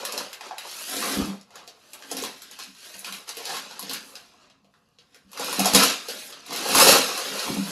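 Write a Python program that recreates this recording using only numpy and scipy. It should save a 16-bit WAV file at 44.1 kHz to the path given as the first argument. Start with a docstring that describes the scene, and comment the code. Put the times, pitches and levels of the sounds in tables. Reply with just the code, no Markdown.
"""Stiff wrapping paper is pulled off a big cardboard box and crumpled in a hard-floored room.
Creases buckle as showers of tiny cracks through ringing facets, and as loud single snaps from noise bursts.
Wide panels boom dully as clicks excite broad resonances; the hollow box rings in six modes under drag and knocks.
Near echoes follow the crackle and rumble; a diffuse tail follows these, the snaps and the knocks.
A faint hush lies under it all. One microphone hears everything, copied to both channels."""
import sys
import numpy as np
from scipy import signal
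from scipy.fft import rfft, irfft
from scipy.io import wavfile

SR = 44100
rng = np.random.default_rng(int(sys.argv[2]) if len(sys.argv) > 2 else 0)


def to_wav(sig):
    """Store sig (one row per channel, or 1-D mono) as 16-bit WAV at the path in sys.argv[1].

    Samples outside -1..1 are clipped; the rate is SR.
    """
    pcm = np.clip(np.atleast_2d(sig), -1, 1) * 32767
    pcm = np.round(pcm).astype(np.int16)
    wavfile.write(sys.argv[1], SR, pcm.T)  # frames by channels


N = 340011   # length in samples


def rustle():
    """Handling drives fine cracks, the panels between creases and the box under the paper."""
    crackle_gain = from_db(handling())
    paper = paper_crackle(crackle_gain)
    rumble, heave = box_drag(crackle_gain)
    return paper + rumble, heave


# How hard the sheet is pulled: time_s [s], crackle_db [dB]
PULL_CURVE = [(0, -44), (.22, -44.5), (.39, -57), (.47, -46), (.55, -57), (.66, -45), (.86, -42),
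              (.93, -37), (1.14, -34.5), (1.3, -46.5), (1.48, -73), (2.06, -55.5), (2.3, -56), (2.45, -52),
              (2.55, -55), (2.7, -78), (2.77, -55), (3.03, -53), (3.26, -63), (3.4, -46), (3.85, -52.5),
              (4.23, -58.5), (4.64, -79), (5.26, -75.5), (5.41, -37.5), (5.72, -36.5), (6.05, -47.5),
              (6.2, -45), (6.44, -54), (6.54, -35), (6.7, -35.5), (7.07, -33.5), (7.34, -38), (7.45, -35.5),
              (7.62, -42), (7.71, -40)]
# A hand closes on the paper: peak_s [s], crackle_db [dB], rise_s [s]
HAND_GRABS = [(.13, -45, .05), (.2, -43, .03), (1.07, -44.5, 0.025), (1.59, -52, .08), (1.95, -63, 0.13),
              (2.12, -41, 0.032), (2.19, -40.5, .04), (2.25, -38.5, 0.077), (2.53, -49, .02),
              (2.6, -42, .015), (2.63, -46, 0.059), (2.86, -47.5, 0.1), (2.942, -46, 0.013),
              (3.06, -41, .015), (3.15, -43.5, 0.049), (3.281, -43, 0.011), (3.5, -36.5, 0.08),
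              (3.56, -37.5, 0.1), (3.71, -49, 0.024), (3.949, -39.5, 0.17), (4.17, -58.5, 0.023),
              (4.44, -62, 0.11), (4.76, -76, .02), (5.01, -68, .02), (5.16, -61, 0.069),
              (5.52, -38.5, 0.032), (5.6, -30.5, 0.024), (5.67, -31.5, 0.033), (5.752, -19.5, 0.011),
              (5.829, -22, 0.1), (5.9, -31, 0.095), (6.098, -37.5, 0.023), (6.809, -18.5, 0.093),
              (6.892, -17.5, 0.084), (6.96, -23.5, 0.15), (7.18, -49, 0.026), (7.41, -41, 0.18)]
RISE_FROM_DB, LET_GO_DB_PER_S = -14, 151   # a grab swells from this far down, then dies away


def handling():
    """Crackle level in dB: the steady pull and every grab add up in power."""
    coarse_t = np.arange(0, N + 64, 64) / SR
    grab_power = 0
    for peak_s, crackle_db, rise_s in HAND_GRABS:
        swell_db = RISE_FROM_DB * (peak_s - coarse_t) / max(rise_s, .005)
        fade_db = LET_GO_DB_PER_S * (peak_s - coarse_t)
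        grab_db = crackle_db + np.where(coarse_t < peak_s, swell_db, fade_db)
        grab_power = grab_power + from_db(grab_db) ** 2
    grab_power = np.interp(np.arange(N) / SR, coarse_t, grab_power)
    pull_power = from_db(in_time(PULL_CURVE)[0]) ** 2
    return 10 * np.log10(grab_power + pull_power)


# How the sheet is held: time_s [s], crisp_db (crackle above CRISP_HZ) [dB re crackle],
# boom_db (panel boom) [dB re crackle]
SHEET_HOLD = [(0, -9, 5), (.38, -11, -0.5), (.53, -19, 2), (.65, -8, -6), (.8, -0.5, -7), (1.1, -2, 2),
              (1.61, -16, 3.5), (1.94, -3, -0.5), (2.2, -6.5, -1.5), (2.65, -12, -11), (2.9, -3.5, -7.5),
              (3.3, -6, -3.5), (3.71, -14.5, -5.5), (3.96, -18, -13), (4.09, 2.5, -2), (4.5, -28, 2),
              (4.75, -6, 6), (5.05, -12, -3), (5.64, -6, -1), (6.0, -12, -5.5), (6.28, 0, -7),
              (6.34, -8, 0), (6.4, -19, -4), (6.79, -1, 1.5), (7.1, -10, -2), (7.71, -3.5, 0)]
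# Tone of the cracks at the microphone, also used by the snaps: pitch_hz [Hz], density_db [dB per Hz]
PAPER_TONE = [(760, -23.5), (1300, -6), (1570, -4.5), (2090, -8), (2710, -4.5), (3420, -6.5), (3920, -2.5),
              (5090, -2.5), (5660, -5), (6550, -5.5), (8520, -12.5), (11300, -4), (11900, -4.5),
              (13100, -23.5), (16000, -20)]
MELLOW_HZ, CRISP_HZ = 2600, 8000   # upper edge of mellow and lower edge of crisp crackle
MELLOW_DB, MELLOW_FOLLOWS = -9, 0.23   # mellow re crackle; share of the boom's dB swing it follows
FIBRE_DB, FIBRE_FOLLOWS = 7.5, 0.31   # fibres re facets at 0 dB crackle; share of the crackle's dB swing
TICKS_PER_S, TICK_DB = 45, -13   # lone dry ticks of small creases, re crackle


def paper_crackle(crackle_gain):
    """Cracks ring facets, fibres tear dry and ticks stand alone; the bands are balanced by the hold."""
    crisp_db, boom_db = in_time(SHEET_HOLD)
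    shower = cracks(14000, spread_db=2.5, clump_db=0.0, clump_hz=44.4)
    dealt = rng.integers(0, 36, N)
    facets = 0
    # every facet has a pitch of its own and rings a few cycles
    for k, hz in enumerate(np.geomspace(1300, 16000, 36)):
        facets = facets + resonance(shower * (dealt == k), hz, 0.15 * hz) * hz ** -.5
    fibres = cracks(20000, spread_db=0.5, clump_db=2.0, clump_hz=60)   # dense, dry, no pitch
    texture = rms_one(facets) + from_db(FIBRE_DB) * crackle_gain ** FIBRE_FOLLOWS * fibres
    ticks = resonance(cracks(TICKS_PER_S, spread_db=3.0, clump_db=1.5, clump_hz=5), 8200, 7000)
    texture = rms_one(texture) + from_db(TICK_DB) * rms_one(ticks)

    dull, crisp = split(colour(texture, PAPER_TONE), CRISP_HZ)
    mellow, plain = split(dull, MELLOW_HZ)
    mellow_gain = from_db(MELLOW_DB + MELLOW_FOLLOWS * boom_db)
    balanced = rms_one(plain) + mellow_gain * rms_one(mellow)
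    balanced = balanced + from_db(crisp_db) * rms_one(crisp) + from_db(boom_db) * panel_boom()
    return crackle_gain * balanced


# Tone of the sheet's wide panels: pitch_hz [Hz], level_db [dB per Hz]
PANEL_TONE = [(200, -37), (340, -4.5), (387, -2.5), (450, -3.5), (566, 6), (772, -1.5), (1500, -1.5),
              (1950, -35), (3300, -120)]


def panel_boom():
    """Wide panels between creases: sparser pops dealt to 14 broad resonances that wander in level."""
    dealt, pops = rng.integers(0, 14, N), cracks(4000, spread_db=1.0, clump_db=3.0, clump_hz=30.8)
    boom = 0
    for k, hz in enumerate(np.geomspace(340, 1300, 14)):
        ring = resonance(pops * (dealt == k), hz, 0.098 * hz)
        boom = boom + wandering_gain(30, spread_db=2.5) * from_db(at_hz(PANEL_TONE, hz)) * ring
    return rms_one(boom)


# Single creases snapping, levels set before the tone of the paper: start_s [s], level_db [dB peak],
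# crease_hz [Hz], edge_db (crisp edge) [dB re level_db], pop_db (dull pop) [dB re level_db], pop_hz [Hz]
CREASE_SNAPS = [(.05, -13.5, 4000, 7.5, -20, 1260), (.121, -18, 5200, 6, -26, 990),
                (0.176, -11, 5600, 1, -20, 900), (.329, -18, 2750, -0.5, -24, 996),
                (.408, -21, 1520, -8, -11.5, 860), (.509, -33.5, 2650, -24, 7, 816),
                (.581, -15.5, 2800, -0.5, -21, 1380), (.965, -12, 6440, -6, -19.5, 510),
                (1.025, -16, 1670, -5, -5, 1160), (1.074, -22, 1560, 2, -7, 1050),
                (1.41, -35, 6200, -9, -35, 533), (1.505, -37, 2330, -9, -11, 790),
                (1.555, -25.5, 2740, -3, -14, 1150), (1.675, -21.5, 6000, -8, -21.5, 480),
                (1.932, -24, 2940, 9, -43, 1510), (2.022, -22.5, 1710, -26, -26, 460),
                (2.113, -19, 6350, 12.5, -9.5, 490), (2.167, -15, 4600, 6, -28, 567),
                (2.222, -18.5, 6130, 7.5, -12.5, 423), (2.236, -17, 3400, 6, -10.5, 870),
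                (2.419, -24.5, 7640, 6, -19, 1310), (2.511, -28, 6300, 4, -21, 837),
                (2.588, -25.5, 3850, 7, -10.5, 960), (2.748, -37, 4850, 2, -23, 1010),
                (2.991, -33.5, 8100, 20.5, -18, 810), (3.044, -16.5, 2580, -8, -22.5, 960),
                (3.079, -24, 2720, -6, -9, 1190), (3.123, -16.5, 2480, -1, -27, 880),
                (3.29, -15.5, 4960, 1.5, -36, 1150), (3.368, -18.5, 2870, 5.5, -19, 430),
                (3.453, -16, 4140, 1, -25, 560), (3.543, -27.5, 4220, 6, -3, 1180),
                (3.568, -19, 1530, 3, -13, 1120), (3.709, -29, 4320, -4, -6, 950),
                (3.792, -23.5, 4320, 15, -9.5, 960), (3.825, -23, 4150, 9, -17.5, 478),
                (3.894, -15, 3970, 2, -23.5, 460), (3.911, -21.5, 4220, 9, -8.5, 980),
                (3.932, -16, 4400, 12, -34, 1040), (3.942, -17, 2880, -15, -22, 1510),
                (4.153, -23, 4440, -2, -24, 1460), (4.498, -37.5, 2740, -24, -21, 674),
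                (4.644, -47, 2780, -8, -10, 567), (4.738, -46.5, 3250, -18, -5, 1270),
                (4.985, -33.5, 3760, -30, -27, 496), (5.144, -31, 1460, -3, -49, 1390),
                (5.315, -34, 4630, 8, -25, 560), (5.33, -24, 2900, 1, -20, 1010),
                (5.373, -20, 4080, 0, -8.5, 1230), (5.395, -19, 5190, 5, -7, 590),
                (5.443, -23, 4500, 11, -22, 570), (5.527, -16.5, 2290, 10, -12, 1160),
                (5.593, -8.5, 6800, 11, -9, 725), (5.645, -9, 4400, -5, -13, 640),
                (5.656, -3, 6430, 3, -11, 730), (5.734, -3, 6930, 2, -18.5, 765),
                (5.747, 4.5, 5060, 8.5, -19, 554), (5.833, -5.5, 4000, 11, -17, 546),
                (6.084, -16.5, 4640, 2, -15.5, 500), (6.209, -28, 3900, -1, -31, 563),
                (6.324, -22, 3780, -22, -19, 1230), (6.462, -32.5, 4090, 11.5, -27, 587),
                (6.506, -20.5, 4260, 0, -12.5, 926), (6.528, -27, 5100, 14, -9, 525),
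                (6.56, -13, 4130, 5, -33, 560), (6.687, -14.5, 4230, 7, -9, 565),
                (6.748, -2, 3960, 4, -8.5, 1020), (7.175, -13, 5510, 8.5, -20.5, 604),
                (7.392, -13, 4150, -10, -33, 576)]
SNAP_S, AFTER_DB, AFTER_S = 0.0035, -7, 0.015   # length of a snap; level and fade of the crackle after it


def snaps():
    """A crease gives way in milliseconds and crackles on: a ring at its pitch, a crisp edge, a dull pop."""
    length = 4096
    t = np.arange(length) / SR
    body, edge, pop = np.zeros((3, N + length))
    after = from_db(AFTER_DB) * np.exp(-t / AFTER_S) * np.clip(t / 0.0064, 0, 1)
    shape = np.exp(-(2 * t / SNAP_S - 1) ** 2) + after
    noises = rng.standard_normal((len(CREASE_SNAPS), length))
    for row, noise in zip(CREASE_SNAPS, noises):
        start_s, level_db, crease_hz, edge_db, pop_db, pop_hz = row
        start = round(start_s * SR)
        here = slice(start, start + length)
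        burst = noise * shape * np.clip(t / 0.0022, 0, 1)   # the crack runs along the crease
        ringing = .5 * burst + 0.84 * resonance(burst, crease_hz, .5 * crease_hz)
        body[here] += from_db(level_db) * peak_one(ringing)
        sharp = burst * np.exp(-t / 0.011)   # the highest pitches die first
        edge[here] += from_db(level_db + edge_db) * peak_one(sharp)
        flip = burst + 8.1 * (np.arange(length) == 40)   # the panel flips over in one stroke
        popped = resonance(resonance(flip, pop_hz, 0.28 * pop_hz), pop_hz, 1.86 * pop_hz)
        pop[here] += from_db(level_db + pop_db) * peak_one(popped)
    body_low = split(colour(body, PAPER_TONE), CRISP_HZ)[0]
    edge_high = split(colour(edge, PAPER_TONE), CRISP_HZ)[1]
    return (body_low + edge_high + pop)[:N]


# How much of the pull passes into the box, before the rumble and heave trims:
# time_s [s], load_db [dB re crackle]
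BOX_DRIVE = [(0, -2), (.25, -6), (.7, -22), (.87, -20), (.93, -3.5), (1.15, 1.5), (1.2, 20), (1.45, -3.5),
             (1.9, -14), (2.2, 0.5), (2.6, -18), (2.68, -12), (2.9, -28), (3.1, -11), (3.4, -16),
             (3.56, -6), (3.9, -2), (4.3, -4.5), (4.65, 5), (5.3, -6), (5.5, -5), (5.65, 0), (5.88, -6.5),
             (5.95, -15), (6.3, -11), (6.53, -1), (6.65, -9), (6.78, -1), (6.9, -2.5), (7.0, -1.5),
             (7.21, -21), (7.34, -2), (7.42, -25), (7.5, 14), (7.6, 4), (7.71, -2)]
RUMBLE_FLICKER_DB = 2.0   # spread of the wandering rumble level


def box_drag(crackle_gain):
    """Noise at the level of the pull rings the hollow box and moves air with the whole of it."""
    load_db, = in_time(BOX_DRIVE)
    drag_gain = crackle_gain * from_db(load_db) * wandering_gain(20, spread_db=RUMBLE_FLICKER_DB)
    rumble = box_ring(rng.standard_normal((len(BOX_MODES), N)))
    heave = resonance(resonance(rng.standard_normal(N), 106, 44), 75, 72)   # air moved by the whole box
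    return from_db(-5) * drag_gain * rms_one(rumble), from_db(-28.5) * drag_gain * rms_one(heave)


# The box knocks on the floor, levels set before the filters: start_s [s], level_db [dB],
# push_db (deep push) [dB re level_db], favoured_hz (pitch that the contact point favours) [Hz]
BOX_KNOCKS = [(1.078, -46, -39, 231), (1.168, -21.5, -20, 255), (1.214, -30, -5, 191),
              (1.27, -24, -30, 213), (2.127, -40, -32, 265), (2.24, -50, -41, 261), (2.671, -44, -32, 237),
              (2.944, -45.5, -27, 170), (3.084, -36, -39, 170), (3.498, -65, -37, 218),
              (3.816, -37, -35, 211), (3.921, -44, -31, 207), (4.621, -51.5, -30, 159),
              (5.246, -43, -24, 148), (5.585, -18, -40, 208), (5.735, -12.5, -26, 201),
              (6.527, -44, -41, 272), (6.756, -19.5, -25, 280), (6.836, -28, -30, 229),
              (7.316, -52, -34, 223), (7.482, -29.5, -25, 272), (7.567, -15.5, -35, 178),
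              (7.662, -26, -42, 175)]


def knocks():
    """Soft contact lasting some milliseconds: new strengths for each mode, a slow push of air under them."""
    start_s, level_db, push_db, favoured_hz = np.transpose(BOX_KNOCKS)
    at = np.round(start_s * SR).astype(int)
    clicks, push = np.zeros((len(BOX_MODES), N)), np.zeros(N)
    chance_db = 2.5 * rng.standard_normal((len(at), len(BOX_MODES)))
    mode_hz = np.array(BOX_MODES)[:, 0]
    octaves_off = np.abs(np.log2(mode_hz / favoured_hz[:, None]))
    click_db = level_db[:, None] - 13.0 + chance_db - 20.0 * octaves_off
    clicks[:, at] = from_db(click_db).T
    push[at] = from_db(level_db + push_db + 58)   # the boost makes up for the narrow filters
    soft = signal.butter(2, 260, fs=SR, output="sos")
    knock = signal.sosfilt(soft, box_ring(clicks))
    return knock, resonance(resonance(resonance(push, 60, 61.5), 55, 90), 45, 60)


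# Modes of the box: pitch_hz [Hz], level_db [dB], t60_s [s]
BOX_MODES = [(170, -8.5, 0.47), (196.4, -1.5, 0.29), (223.2, 2.5, 0.21), (273, 10.5, 0.093),
             (305, -20, 0.16), (384, -5, 0.14)]


def box_ring(drives):
    """The air and walls of the box: decaying modes, each driven by its own row."""
    out = 0
    for drive, (hz, level_db, t60_s) in zip(drives, BOX_MODES):
        r, w = from_db(-60 / (t60_s * SR)), 2 * np.pi * hz / SR
        gain = from_db(level_db) * np.sin(w)
        out = out + signal.lfilter([0, gain], [1, -2 * r * np.cos(w), r * r], drive + 1e-18)
    return out


def near_echoes(x):
    """Floor and box side send the sound again a moment later; the extra path wanders as the hands move."""
    now = np.arange(N)
    floor_delay = 0.000793 * SR * from_db(2.0 * drift(1.46))
    side_delay = .0027 * SR * from_db(1.487 * drift(1.14))
    floor = np.interp(now - floor_delay, now, x)
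    side = np.interp(now - side_delay, now, x)
    return x + from_db(-9) * floor + from_db(-8) * side


# Decay of the room: pitch_hz [Hz], t60_s [s]
ROOM_DECAY = [(100, 0.19), (1000, 0.35), (5000, 0.059), (14000, 0.35)]


def room(x):
    """Diffuse tail: noise that dies octave by octave, after the first wall."""
    t, tail = np.arange(SR // 2) / SR, 0
    for hz in 62.5 * 2. ** np.arange(8):
        band = signal.butter(2, [hz, 2 * hz], "band", fs=SR, output="sos")
        noise = signal.sosfilt(band, rng.standard_normal(len(t)))
        tail = tail + noise * from_db(-60 * t / at_hz(ROOM_DECAY, 0.9 * hz))
    tail = tail * np.clip(t / 0.0011 - .5, 0, 1)   # a short gap, then a fast fade-in
    return signal.fftconvolve(x, tail / np.sqrt(np.sum(tail ** 2)))[:N]


# Tone of the hush: pitch_hz [Hz], density_db [dB per Hz], relative
HUSH_TONE = [(15, -49), (25, 6), (237, 18), (407, -39), (1090, 9), (1870, -52), (2680, 3), (4500, -49),
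             (7740, -70), (12000, -17.5), (15600, -43), (22000, -120)]
HUSH_DB = -71   # rms level


def hush():
    """Steady coloured noise under everything."""
    return from_db(HUSH_DB) * rms_one(colour(rng.standard_normal(N), HUSH_TONE))


def cracks(per_s, spread_db, clump_db, clump_hz):
    """Random clicks, a few louder than the rest by spread_db; a drift of clump_db sways their size."""
    sizes_db = spread_db * np.minimum(rng.exponential(1, N), 5) + clump_db * drift(clump_hz)
    signs = rng.choice([-1, 1], N)
    return rms_one(from_db(sizes_db) * signs * (rng.random(N) < per_s / SR))


def wandering_gain(rate, spread_db):
    """Randomly wandering gain for panel boom and box rumble: dB points, rate per second, joined by lines."""
    points = spread_db * rng.standard_normal(int(N / SR * 60))
    return from_db(np.interp(np.arange(N) * rate / SR, np.arange(len(points)), points))


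def drift(rate):
    """Slow chance: noise twice through a one-pole low-pass at rate Hz, spread 1."""
    r = np.exp(-2 * np.pi * rate / SR)
    noise = rng.standard_normal(N + SR)
    return rms_one(signal.lfilter([1], [1, -2 * r, r * r], noise)[SR:])   # drop the run-in


def resonance(x, hz, width_hz):
    """Two-pole band-pass, gain about 1 on top."""
    r = np.exp(-np.pi * width_hz / SR)
    poles = [1, -2 * r * np.cos(2 * np.pi * hz / SR), r * r]
    return signal.lfilter([(1 - r * r) / 2, 0, (r * r - 1) / 2], poles, x + 1e-18)


def colour(x, spectrum):
    """Causal (minimum-phase) filter with the given spectrum, by folding its cepstrum."""
    cepstrum = irfft(np.log(from_db(at_hz(spectrum, np.linspace(1, SR / 2, 4097)))))
    cepstrum[1:4096] *= 2
    cepstrum[4097:] = 0
    return signal.fftconvolve(x, irfft(np.exp(rfft(cepstrum))))[:len(x)]


def split(x, hz):
    """Below and above an edge."""
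    filters = [signal.butter(4, hz, kind, fs=SR, output="sos") for kind in ("low", "high")]
    return [signal.sosfilt(sos, x) for sos in filters]


def in_time(rows):
    """Columns of a table, joined by lines in time."""
    time_s, *columns = np.transpose(rows)
    return [np.interp(np.arange(N) / SR, time_s, column) for column in columns]


def at_hz(points, hz):
    """Read a table on a log-frequency axis."""
    table_hz, values = np.transpose(points)
    return np.interp(np.log(hz), np.log(table_hz), values)


def from_db(db):
    """Decibels to gain."""
    return 10 ** (np.asarray(db) / 20)


def rms_one(x):
    """Scale to rms 1."""
    return x / np.sqrt(np.mean(x ** 2) + 1e-20)


def peak_one(x):
    """Scale to peak 1."""
    return x / np.abs(x).max()


def scene():
    """Paper and box in the room, over its hush."""
    hits = snaps()
    paper, heave = rustle()
    knock, push = knocks()
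    room_send = from_db(-10.0) * paper + hits + from_db(7.0) * knock
    mix = near_echoes(paper) + hits + knock + room(room_send)
    # paper and box radiate little deep bass
    mix = signal.sosfilt(signal.butter(6, 148, "high", fs=SR, output="sos"), mix)
    return np.tile(mix + heave + push + hush(), (2, 1))


CUTOFF_HZ = 16200   # 90 dB down from here up


def record(dry):
    """Peaks are rounded, the top is cut."""
    rounded = .72 * np.tanh(dry / .72)
    return signal.sosfilt(signal.cheby2(22, 90, CUTOFF_HZ, fs=SR, output="sos"), rounded)


dry = scene()
out = record(dry)
to_wav(out)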